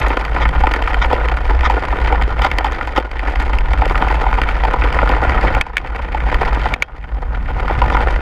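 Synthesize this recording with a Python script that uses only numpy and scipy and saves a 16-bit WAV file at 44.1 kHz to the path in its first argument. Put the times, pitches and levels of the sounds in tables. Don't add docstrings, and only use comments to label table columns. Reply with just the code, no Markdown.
import sys
import numpy as np
from scipy import signal
from scipy.fft import rfft, irfft
from scipy.io import wavfile
from scipy.ndimage import uniform_filter1d, minimum_filter1d

SR = 44100
rng = np.random.default_rng(int(sys.argv[2]) if len(sys.argv) > 2 else 0)


def waveform_to_disk(signal):
    frames = np.transpose(np.atleast_2d(signal))
    scaled = np.clip(frames, -1, 1) * 32767
    samples = np.round(scaled).astype(np.int16)
    wavfile.write(sys.argv[1], SR, samples)


def invert_db(x):
    u = np.asarray(x, float) / 20
    return 10 ** u


N = 362040

# frequency in Hz, level in dB per Hz.
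BOOM_SPECTRUM = [(7.1, -32), (12, -9), (38, -2.5), (54, 4), (67, -6), (86, -28), (110, -25), (140, -47),
                 (240, -120)]
# frequency in Hz, level in dB per Hz.
BUFFET_SPECTRUM = [(47, -36.5), (80, -3), (92, -3), (135, -4.5), (177, -10.5), (300, -17), (390, -39),
                   (660, -120)]
# time in seconds, boom level in dB.
GUST_CURVE = [(0, -13), (.22, -21.5), (.59, -8.5), (.77, -20.5), (.92, -14), (1.42, -17), (1.55, -10),
              (1.84, -18.5), (2.17, -12), (2.83, -21.5), (3.59, -13), (4.5, -15.5), (5.4, -13),
              (6.48, -13.5), (6.72, -20), (7.15, -5.5), (7.75, -14), (8.1, -13)]
# time in seconds, buffet level in dB.
WIND_CURVE = [(0, -29), (.2, -37), (.5, -25), (.76, -38), (1.0, -31.5), (1.44, -34), (2.05, -30.5),
              (2.4, -30.5), (2.8, -40), (3.3, -38), (3.8, -27.5), (4.5, -32), (5.5, -24.5), (6.1, -28),
              (6.6, -28.5), (7.2, -21.5), (7.75, -22.5), (8.21, -32.5)]
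# time in seconds, level in dB.
HISS_CURVE = [(0.0, -23), (0.015, -59), (1.1, -54), (1.32, -72), (2.2, -68), (2.5, -59), (3.06, -71),
              (3.75, -72), (3.9, -48), (4.3, -56), (4.6, -67), (5.3, -69), (6.56, -60), (7.2, -51),
              (8.21, -60)]
# time in seconds, crunch level in dB.
GROUND_CURVE = [(0, -17.5), (.22, -23.5), (.92, -21.5), (1.42, -23.5), (2.15, -19), (2.3, -24), (2.6, -22),
                (2.93, -25.5), (3.4, -23.5), (3.72, -24), (4.0, -18.5), (4.35, -23.5), (5.46, -16),
                (6.0, -21), (6.7, -21), (7.15, -21), (7.72, -20.5), (8.21, -22)]
# frequency in Hz,
# level in dB per Hz.
WALL_SLOPE = [(150, -17), (280, -1.5), (600, -4), (1100, -4), (2200, -9), (3400, -16), (4500, -19.5),
              (6000, -28), (10000, -38), (14900, -48.5), (15500, -103)]
# centre in Hz, width in Hz, height in dB.
HOUSING_PEAKS = [(495, 75, 4), (770, 114, 6.5), (872, 41, 6), (985, 90, 6), (1133, 55, -5.5),
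                 (1236, 57, 3.5), (1430, 79, 5.5), (1649, 82, -9.5), (1790, 610, 5), (3117, 96, 7.5),
                 (3530, 460, 3.5), (4810, 620, 4), (6340, 100, -2.5), (6640, 280, 3), (11200, 460, 8)]
SLICE_EDGES_HZ = (150, 420, 640, 1100, 1600, 2700, 4000, 6300, 9500, 16000)
# start in seconds, length in seconds, level in dB.
SKID_EVENTS = [
    (0.405, 0.039, -17.5),
    (1.011, 0.035, -16.5),
    (1.64, 0.036, -14.5),
    (2.42, 0.057, -18),
    (2.958, 0.034, -18),
    (7.922, 0.035, -22.5),
]
# start in seconds, peak in dB, metal tick in dB.
CHAIN_SLAPS = [(0.083, -19, -36), (0.2504, -11, -39), (0.4896, -10, -44), (0.7371, -5.5, -35),
               (0.8228, -10.5, -50), (0.9427, -8.5, -50), (1.2845, -12, -45), (1.6076, -10.5, -50),
               (2.2218, -9.5, -40), (2.514, -5.5, -48), (2.5845, -2.5, -32), (2.7205, -16, -41),
               (2.8725, -18, -42.5), (3.114, -15, -52), (3.1931, -16, -54), (3.3565, -14.5, -51),
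               (3.424, -18, -44), (3.5853, -8.5, -45), (3.7328, -12, -39), (3.8552, -8.5, -40),
               (3.896, -12, -55), (3.976, -12.5, -56), (4.34, -13, -53), (4.4157, -5.5, -39),
               (4.4884, -9.5, -48), (4.9257, -11.5, -41), (5.2945, -9, -44), (5.5487, -8.5, -37),
               (5.8718, -20, -55), (6.343, -7.5, -44)]
# start in seconds, peak in dB, favoured pitch in Hz.
MOUNT_RATTLES = [(0.21, -12, 890), (0.406, -14, 824), (0.453, -3, 1440), (0.874, -4, 1240),
                 (1.045, -3.5, 1410), (1.102, -8, 791), (1.317, -6.5, 883), (1.404, -15, 848),
                 (1.504, -10.5, 907), (1.631, -8, 910), (1.738, -8.5, 470), (1.925, -8.5, 888),
                 (2.212, -5.5, 824), (2.81, -8, 1490), (3.531, -4.5, 1480), (3.954, -3.5, 1430),
                 (4.106, -13, 894), (4.238, -9, 970), (4.384, -5.5, 910), (4.841, -6.5, 522),
                 (5.016, -7, 886), (5.236, -17, 861), (5.379, -9, 1370), (5.99, -13, 770),
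                 (6.145, -7.5, 755), (6.315, -10, 982), (6.479, -8.5, 929), (7.04, -17, 969),
                 (7.504, -14.5, 834), (7.968, -3.5, 837)]
# start in seconds, peak in dB, favoured pitch in Hz, bright part in dB.
STONE_KNOCKS = [(0.044, -11, 826, -29), (0.103, -1.5, 864, -41), (0.362, -4.5, 977, -35),
                (0.56, -10, 810, -34), (0.636, -3, 840, -23), (0.669, -1.5, 1240, -22),
                (1.129, -0.5, 495, -20), (1.698, -1.5, 890, -18.5), (2.047, -11.5, 977, -24),
                (2.124, 0.5, 840, -27), (2.391, -6.5, 896, -21), (2.418, -5, 1450, -12),
                (2.446, 3.5, 790, -19), (2.644, -1.5, 885, -17), (2.961, -9.5, 751, -14),
                (2.978, -2, 480, -17), (3.818, -5, 856, -24), (4.022, -1, 883, -28),
                (4.146, -8.5, 869, -26), (4.264, -5, 902, -31), (4.649, -5.5, 853, -19.5),
                (4.738, -5.5, 846, -29), (4.819, -5.5, 1360, -41), (4.988, -3, 1250, -25),
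                (5.091, -9.5, 484, -10.5), (7.596, -12, 970, -32), (7.696, -9, 960, -38),
                (7.817, 0, 950, -23), (7.946, -1.5, 985, -28), (8.005, -3.5, 730, -28)]
# frequency in Hz, level in dB, t60 in seconds.
TUBE_MODES = [(2270, 5, 0.011), (1790, -1.5, 0.012), (1450, -15.5, 0.025), (2570, -19, 0.041),
              (3250, -40, 0.22), (3340, -5.5, 0.007), (3670, -46, 0.11), (4970, -58, .45), (5730, -59, .15),
              (6433, -77, 0.5), (6720, -88, 0.17)]
# start in seconds, peak in dB, bright part in dB, share of lasting ring
# in dB, broad knock in dB.
STONE_PINGS = [
    (5.6113, 2.5, -26, -19, 6),
    (5.7688, 0.5, -26, -13, 5),
    (6.7386, -3, -26, -10, 8),
    (6.8228, 4.5, -22, -13, 5),
    (5.7799, -10.5, -32, -16, 5.5),
]
# time in seconds, depth in dB.
GAIN_DROPS = [
    (2.99, 6.5),
    (5.615, 16),
    (6.745, 13.5),
    (6.828, 20.5),
]


def rms_one(x):
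    return x / np.sqrt(np.mean(x ** 2) + 1e-20)


def in_time(rows):
    s, level_db = np.transpose(rows)
    return np.interp(np.arange(N) / SR, s, level_db)


def drift(rate_hz):
    r = np.exp(-2 * np.pi * rate_hz / SR)
    noise = rng.standard_normal(N + SR)
    return rms_one(signal.lfilter([1], [1, -2 * r, r * r], noise)[SR:])


def band(x, low_hz, high_hz):
    return signal.sosfilt(signal.butter(2, [low_hz, high_hz], "band", fs=SR, output="sos"), x)


def through(x, response):
    return signal.oaconvolve(x, response)[:N]


def causal(spectrum, peaks=(), size=8192):
    hz = np.maximum(np.arange(size // 2 + 1) * SR / size, 1)
    points = np.array(spectrum)
    level_db = np.interp(np.log(hz), np.log(points[:, 0]), points[:, 1])
    for centre_hz, width_hz, peak_db in peaks:
        level_db = level_db + peak_db / (1 + (2 * (hz - centre_hz) / width_hz) ** 2)
    cepstrum = irfft(np.log(invert_db(level_db)))[:size // 2]
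    cepstrum[1:] *= 2
    response = irfft(np.exp(rfft(cepstrum, size)))
    return response / np.sqrt(np.sum(response ** 2))


def housing_parts():
    whole = causal(WALL_SLOPE, HOUSING_PEAKS)[:2048]
    parts = np.array([band(whole, low, high) for low, high in zip(SLICE_EDGES_HZ, SLICE_EDGES_HZ[1:])])
    bright = np.array(SLICE_EDGES_HZ[:-1]) >= 2700
    for group in (bright, ~bright):
        parts[group] /= np.sqrt(np.sum(parts[group] ** 2))
    return parts, bright


def grains(per_s, spread_db):
    sizes = invert_db(spread_db * np.minimum(rng.exponential(1, N), 5))
    sizes = sizes * rng.choice([-1, 1], N)
    return rms_one(sizes * (rng.random(N) < per_s / SR))


def taps(per_s, t60):
    struck = invert_db(3.3 * rng.standard_normal(N)) * (rng.random(N) < per_s / SR)
    t = np.arange(int(.04 * SR)) / SR
    return through(struck, (1 - np.exp(-t / 0.00074)) * invert_db(-60 * t / t60))


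def flurry(t, rise_s, t60):
    shape = (1 - np.exp(-t / rise_s)) * invert_db(-60 * t / t60)
    burst = shape * rng.standard_normal(len(t)) * invert_db(6.3 * rng.standard_normal(len(t)))
    return burst * np.sqrt(np.sum(shape ** 2) / np.sum(burst ** 2))


def ducking():
    t, recovery_db_per_s = np.arange(N) / SR, 20
    drops = [(t >= s) * np.maximum(depth_db - recovery_db_per_s * (t - s), 0) for s, depth_db in GAIN_DROPS]
    return -np.max(drops, axis=0)


def wind(boom_db, buffet_db):
    boom = through(rng.standard_normal(N), causal(BOOM_SPECTRUM, [(51.2, 6.3, 1.4)], size=32768))
    boom = boom / np.sqrt(uniform_filter1d(boom ** 2, int(.12 * SR)) + 0.43)
    buffet = through(rng.standard_normal(N), causal(BUFFET_SPECTRUM, size=32768))
    buffet = buffet * invert_db(0.66 * drift(12))
    return invert_db(boom_db) * rms_one(boom) + invert_db(buffet_db - 1.0) * rms_one(buffet)


def hiss(parts, duck_db):
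    air = through(rng.standard_normal(N), parts[-1] + invert_db(-8) * parts[-2])
    return invert_db(in_time(HISS_CURVE) + duck_db - 6.5) * rms_one(air)


def crunch(crunch_db, grit_db, rough_db, parts, bright):
    together = invert_db(2.0 * drift(41) + 2.7 * drift(140))
    tap_gain = invert_db(0.092 * rough_db)
    dull_taps, broad_taps, bright_taps = [tap_gain * taps(24, 0.02) for _ in range(3)]
    neighbours = [drift(46) for _ in range(len(parts) + 1)]
    crunch_gain, grit_gain = invert_db(crunch_db - 0.5), invert_db(grit_db)
    out = 0
    for k, part in enumerate(parts):
        favour = invert_db(1.3 * (neighbours[k] + neighbours[k + 1]))
        felt = broad_taps + (dull_taps if SLICE_EDGES_HZ[k] < 1600 else bright_taps)
        tap_db = 12.5 if bright[k] else 10
        clumps = favour * (together + invert_db(tap_db) * felt)
        gain = grit_gain if bright[k] else crunch_gain
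        out = out + gain * through(rms_one(clumps * grains(5000, spread_db=2.5)), part)
    return out


def skids(parts):
    t = np.arange(N) / SR
    swell = np.zeros(N)
    for s, length_s, level_db in SKID_EVENTS:
        arch = np.sin(np.pi * np.clip((t - s) / length_s, 0, 1))
        swell += invert_db(level_db) * np.sqrt(np.clip(arch, 0, 1))
    colour = parts[3] + parts[4] + invert_db(-12.5) * parts[5] + invert_db(-16.5) * parts[6]
    return through(swell * grains(3000, spread_db=4.0), colour / np.sqrt(np.sum(colour ** 2)))


def ticks(parts):
    drive, t = np.zeros(N + SR), np.arange(int(.04 * SR)) / SR
    taps_db = [(s, tick_db) for s, _, tick_db in CHAIN_SLAPS]
    taps_db += [(s, peak_db + bright_db - 3.5) for s, peak_db, bright_db, *_ in STONE_PINGS]
    for s, peak_db in taps_db:
        drive[round(s * SR):][:len(t)] += invert_db(peak_db + 12.5) * flurry(t, 0.0003, 0.0075)
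    top = parts[-2:].sum(0)
    return through(drive, top / np.sqrt(np.sum(top ** 2)))


def blows():
    knock_t60, rebound_s, rebound_db = .027, .021, -7
    knocks = [(s, db + 4.0, hz, bright_db, knock_t60) for s, db, hz, bright_db in STONE_KNOCKS]
    rebounds = [(s + rebound_s, db + rebound_db, hz, bright_db + 1, knock_t60)
                for s, db, hz, bright_db in STONE_KNOCKS]
    rattles = [(s, db + 2.5, hz, -24.5, 0.036) for s, db, hz in MOUNT_RATTLES]
    slaps = [(s, db + 7, 1860, -13.5, .016) for s, db, _ in CHAIN_SLAPS]
    return knocks + rebounds + rattles + slaps


def jolts(parts, bright):
    knock, scrape = np.zeros((2, N + SR))
    t = np.arange(int(.1 * SR)) / SR
    for s, peak_db, hz, bright_db, t60 in blows():
        at, t60 = round(s * SR), np.clip(t60, .012, .14)
        contacts = flurry(t, 0.00054, t60)
        contacts[40] -= 5
        favoured = signal.lfilter(*signal.iirpeak(hz, 1.8, fs=SR), contacts)
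        favoured *= np.sqrt(SR / hz / 14)
        knock[at:at + len(t)] += invert_db(peak_db - 3.0) * (favoured + invert_db(-7.5) * contacts)
        scrape[at:at + len(t)] += invert_db(peak_db + bright_db + 2.0) * flurry(t, 0.00058, 0.73 * t60)
    return through(knock, parts[~bright].sum(0)) + through(scrape, parts[bright].sum(0))


def pings():
    out, t = np.zeros(N), np.arange(int(.4 * SR)) / SR
    for s, peak_db, bright_db, ring_db, knock_db in STONE_PINGS:
        phases = rng.uniform(0, 2 * np.pi, len(TUBE_MODES))
        strengths_db = rng.normal(0, 2, len(TUBE_MODES))
        ringing = 0
        for (hz, level_db, t60), phase, extra_db in zip(TUBE_MODES, phases, strengths_db):
            lasting_db = ring_db * (level_db < -21)
            fade = invert_db(level_db + extra_db + lasting_db - 60 * t / t60)
            ringing += fade * np.sin(2 * np.pi * hz * t + phase)
        knock = band(flurry(t, 0.0014, 0.015), 650, 2900)
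        crack = band(flurry(t, 0.00034, 0.0034), 3500, 13500)
        body = (1 - np.exp(-t / .0004)) * ringing + invert_db(knock_db) * knock
        at = round(s * SR)
        out[at:at + len(t)] += invert_db(peak_db) * (body + invert_db(bright_db + 6.0) * crack)
    return out


def scene():
    gust_db, buffet_db, ground_db = in_time(GUST_CURVE), in_time(WIND_CURVE), in_time(GROUND_CURVE)
    duck_db = ducking()
    rough_db = ground_db - ground_db.mean()
    grit_db = -42.5 + 0.75 * rough_db
    parts, bright = housing_parts()
    air = wind(gust_db + duck_db, buffet_db + duck_db) + hiss(parts, duck_db)
    rolling = crunch(ground_db + duck_db, grit_db + duck_db, rough_db, parts, bright) + skids(parts)
    struck = ticks(parts) + jolts(parts, bright) + pings()
    return (air + rolling + struck)[None]


def band_limit(x):
    return signal.sosfilt(signal.butter(12, 15400, fs=SR, output="sos"), x)


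def record(dry):
    room_left = minimum_filter1d(.95 / np.maximum(np.abs(dry), .95), size=129)
    held = dry * uniform_filter1d(room_left, size=129)
    return band_limit(held)


dry = scene()
out = record(dry)
waveform_to_disk(out)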